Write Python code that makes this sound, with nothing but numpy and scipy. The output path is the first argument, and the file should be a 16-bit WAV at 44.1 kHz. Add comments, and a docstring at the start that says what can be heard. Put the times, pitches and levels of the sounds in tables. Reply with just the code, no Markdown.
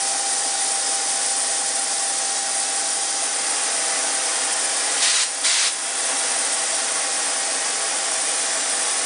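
"""In a small block-walled basement, a window fan whirs and sings while an oxy-acetylene torch burns.
Turbulent gas hisses at the nozzle, and the flame roars more once it plays on the steel. Two presses of
the oxygen lever let out loud jet blasts, at which an automatic gain ducks and then creeps back.
Standing waves colour the rushing noises; the torch also echoes off nearby surfaces and the walls."""
import sys
import numpy as np
from scipy import signal
from scipy.fft import rfft, irfft, next_fast_len
from scipy.io import wavfile
from scipy.ndimage import map_coordinates

SR = 44100
rng = np.random.default_rng(int(sys.argv[2]) if len(sys.argv) > 2 else 0)


def waveform_to_disk(signal):
    """Save audio, clipped to [-1, 1], as 16-bit WAV at the path in sys.argv[1]."""
    frames = np.transpose(np.atleast_2d(signal))
    scaled = np.clip(frames, -1, 1) * 32767
    samples = np.round(scaled).astype(np.int16)
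    wavfile.write(sys.argv[1], SR, samples)


N = 399105
TIME = np.arange(N) / SR


def from_db(db):
    """Amplitude ratio: a factor of ten for every 20 dB."""
    return 10 ** (np.asarray(db) / 20)


def unit_rms(x):
    """Normalisation to unit mean power."""
    return x / np.sqrt(np.mean(x ** 2) + 1e-20)


def ramp(start_s, length_s):
    """Linear rise from 0 to 1."""
    return np.clip((TIME - start_s) / length_s, 0, 1)


def lag(x, tau_s):
    """Exponential relaxation: a first-order low-pass with time constant tau_s."""
    pole = np.exp(-1 / (tau_s * SR))
    return signal.lfilter([1 - pole], [1, -pole], x + 1e-18)


def drift(rate_hz):
    """Random fluctuation of unit rms: noise low-passed at rate_hz."""
    hop, run_in = 100, 2000   # samples a step; steps for the filter to settle
    pole = np.exp(-2 * np.pi * rate_hz * hop / SR)
    noise = rng.standard_normal(N // hop + run_in + 2)
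    slow = signal.lfilter([1], [1, -2 * pole, pole * pole], noise)[run_in:]
    return np.interp(np.arange(N) / hop, np.arange(len(slow)), unit_rms(slow))


def flow_noise(spectrum, peaks=()):
    """Turbulence gives broadband noise, lifted by resonance at room modes and any given peaks; rms 1."""
    # standing waves between walls, bench and floor: f/Hz, width/Hz, lift/dB
    room_modes = [(74, 20, 5.3), (122, 16, 5), (180, 24, 3), (272, 44, 9.7), (317, 29, 4.8), (430, 17, 4.6),
                  (504, 99, 12.0), (588, 22, 5.0), (658, 61, 10.9), (848, 39, 6.0), (947, 31, 4.9),
                  (1038, 46, 4.3), (1124, 43, 7.0), (1229, 23, 3.9), (1280, 32, 3.6), (1427, 51, 2.9),
                  (1514, 13, 3.1), (1657, 34, 3.1), (1741, 15, 3.9), (1890, 27, 4.5), (2007, 20, 3.7),
                  (2434, 28, 3.8)]
    grid_hz = np.geomspace(10, SR / 2, num=4096)
    points_hz, points_db = np.transpose(spectrum)
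    colour_db = np.interp(np.log(grid_hz), np.log(points_hz), points_db)
    colour_db -= 40 * np.log10(np.maximum(points_hz[0] / grid_hz, 1))   # bass falls 12 dB an octave
    for hz, width_hz, lift_db in [*room_modes, *peaks]:
        colour_db += lift_db * .5 ** ((2 * (grid_hz - hz) / width_hz) ** 2)
    size = next_fast_len(N, True)
    bins_hz = np.arange(size // 2 + 1) * SR / size
    gain = np.interp(bins_hz, grid_hz, from_db(colour_db)) * (bins_hz < points_hz[-1])
    white = rfft(rng.standard_normal(size))
    return unit_rms(irfft(white * gain, size)[:N])


def basement(x, t60_s, wet_db, shift_hz):
    """Reverberation: dense wall reflections decay exponentially; their pattern shifts as the torch moves."""
    t = TIME[:SR // 2]
    build_up = 1 - np.exp(-t / 0.0059)
    tails = rng.standard_normal((2, len(t))) * from_db(-60 * t / t60_s) * build_up
    above_modes = signal.butter(2, 1200, "high", fs=SR, output="sos")   # standing waves rule below
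    tails = signal.sosfilt(above_modes, tails)
    here, there = [signal.fftconvolve(x, tail / np.linalg.norm(tail))[:N] for tail in tails]
    angle = 2 * np.pi * shift_hz * TIME
    reflections = np.cos(angle) * here + np.sin(angle) * there
    wet = from_db(wet_db)
    return (x + wet * reflections) / np.sqrt(1 + wet ** 2)


def near_echoes(x, sway, sway_hz):
    """Comb filtering: echoes interfere with the direct sound, their paths changing as the nozzle sways."""
    # reflections off the steel, the bench and the wall behind it: delay/s, amplitude ratio
    echoes = [(.0017, .2), (.0029, .26), (.0044, .16), (.0068, .18)]
    treble = x - lag(x, 1 / (2 * np.pi * 3000))   # small surfaces mirror only short waves
    out = x.copy()
    for delay_s, share in echoes:
        delay_samples = delay_s * SR * (1 + sway * drift(sway_hz))
        out += share * map_coordinates(treble, [np.arange(N) - delay_samples], order=1)
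    return out


def fan(tone_hz, shaft_hz, air_db, sideband_db):
    """Tonal and broadband fan noise: a wavering tone, a sideband one shaft rate higher, turbulent air."""
    # spectrum of the rushing air: f/Hz, relative level/dB
    air_spectrum = [(25, -28), (45, -17), (70, -14.5), (100, -21), (125, -21), (150, -7.5), (190, -6),
                    (270, -4), (380, 2), (520, -8.5), (780, 9.5), (1000, -3), (1800, -6.5), (2600, -20),
                    (5000, -21)]
    start_db, settled_db, settle_s = -33, -40.8, 3.8
    tone_db = settled_db + (start_db - settled_db) * np.exp(-TIME / settle_s)
    phase = 2 * np.pi * np.cumsum(tone_hz + .9 * drift(4)) / SR
    tone = np.sin(phase) * from_db(1.1 * drift(9))
    sideband_phase = phase + 2 * np.pi * shaft_hz * TIME + drift(3)
    sideband = np.sin(sideband_phase) * from_db(sideband_db + 3 * drift(5))
    air = from_db(air_db) * flow_noise(air_spectrum)
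    return np.sqrt(2) * from_db(tone_db) * (tone + sideband) + air


def flame(flicker_db, tremor_db, flutter_db, wander_db):
    """Jet and combustion noise: gas hisses from the preheat holes; the plume roars, more so on steel."""
    # spectra of the nozzle's hiss, its beamed top and the burning plume: f/Hz, relative level/dB
    hiss_spectrum = [(500, -36), (1500, -8.5), (2600, -17.5), (3300, -3), (4100, -3), (5000, 1.5),
                     (5800, 2), (6700, 1), (7500, 2), (8500, 0.5), (10500, -21)]
    sizzle_spectrum = [(5000, -24.5), (7000, -12.5), (8000, -4.5), (8600, 2.5), (9600, 5.5), (10500, -3.5)]
    roar_spectrum = [(100, -45), (190, -16.5), (280, -10), (390, -5.5), (500, -7), (750, 0.5), (1000, -1.5),
                     (1900, 2.5), (2500, -1), (3500, -3), (5000, -16.5), (10000, -23)]
    # faint resonances in the hiss: f/Hz, width/Hz, lift/dB
    nozzle_peaks = [(4740, 70, 3), (5050, 80, 3), (5800, 110, 3), (6080, 70, 2.5), (7470, 70, 3.5)]
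    # directivity, as the nozzle points more or less at the listener: t/s, lift of the beamed top/dB
    aim = [(0, 0), (1.2, 1.0), (2.1, -1.1), (3.3, -0.8), (4.5, 0), (6.4, .4), (7.2, -1.3), (9.05, -0.4)]
    aim_db = np.interp(TIME, *np.transpose(aim))
    onto_steel = ramp(start_s=3.13, length_s=0.45)
    hiss_db = -26.5 + .45 * aim_db
    sizzle_db = -26 + aim_db
    roar_db = -32.8 + 3.8 * onto_steel + .55 * aim_db
    hiss = flow_noise(hiss_spectrum, nozzle_peaks) * from_db(hiss_db + flicker_db * drift(11))
    # short waves are beamed, so they flicker with every tremor of the nozzle
    sizzle = flow_noise(sizzle_spectrum) * from_db(sizzle_db + tremor_db * drift(30))
    roar = flow_noise(roar_spectrum) * from_db(roar_db + wander_db * drift(1.7) + flutter_db * drift(25))
    return hiss + sizzle + roar


def oxygen_jet(valve_s, seep_s, seep_db):
    """Turbulent jet noise: oxygen rushes from the centre bore for as long as the lever is held."""
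    # strokes of the cutting-oxygen lever: press t/s, release t/s, jet level/dB
    lever = [(5.017, 5.235, -12.5), (5.434, 5.681, -13)]
    # spectrum of the jet: f/Hz, relative level/dB
    jet_spectrum = [(200, -57), (700, -14.5), (1200, -9.5), (1900, -2.5), (2700, -3.5), (4000, 0),
                    (5500, -1.5), (7000, -2.5), (8500, -1.5), (10500, -2.5)]
    opening = sum(from_db(db) * ((TIME > press) & (TIME < release)) for press, release, db in lever)
    # as the lever is first squeezed, a little oxygen seeps through ahead of the blast
    first_press_s = lever[0][0]
    seep = from_db(seep_db) * ramp(first_press_s - seep_s, seep_s) * (TIME < first_press_s)
    return flow_noise(jet_spectrum) * lag(opening + seep, valve_s)


def scene():
    """Superposition of the torch, its reflections and the fan at one microphone."""
    burning = flame(flicker_db=0.37, tremor_db=1.4, flutter_db=0.2, wander_db=-0.1)
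    blasts = oxygen_jet(valve_s=.012, seep_s=.25, seep_db=-27)
    torch = near_echoes(burning + blasts, sway=0.059, sway_hz=0.233)
    torch = basement(torch, t60_s=.33, wet_db=-7.5, shift_hz=.2)
    mono = torch + fan(tone_hz=788.8, shaft_hz=24.14, air_db=-39.5, sideband_db=-12.5)
    return np.array([mono, mono])


def gain_control(x, threshold_db, slope, attack_s, release_db_per_s):
    """Dynamic compression: loud sound pulls the gain down quickly; it recovers at a steady rate."""
    level_db = 10 * np.log10(lag(x[0] ** 2, 0.025) + 1e-12)
    cut_db = slope * np.maximum(level_db - threshold_db, 0)
    recovery_db = release_db_per_s * TIME
    held_db = np.maximum.accumulate(cut_db + recovery_db) - recovery_db
    return x * from_db(-lag(held_db, attack_s))


def record(dry):
    """Compression, then band limiting: a steep low-pass removes the highest treble."""
    compressed = gain_control(dry, threshold_db=-21.5, slope=0.66, attack_s=0.0042, release_db_per_s=15.0)
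    cutoff_hz = 10020
    low_pass = signal.ellip(14, .1, 90, cutoff_hz, fs=SR, output="sos")
    return signal.sosfilt(low_pass, compressed)


dry = scene()
out = record(dry)
waveform_to_disk(out)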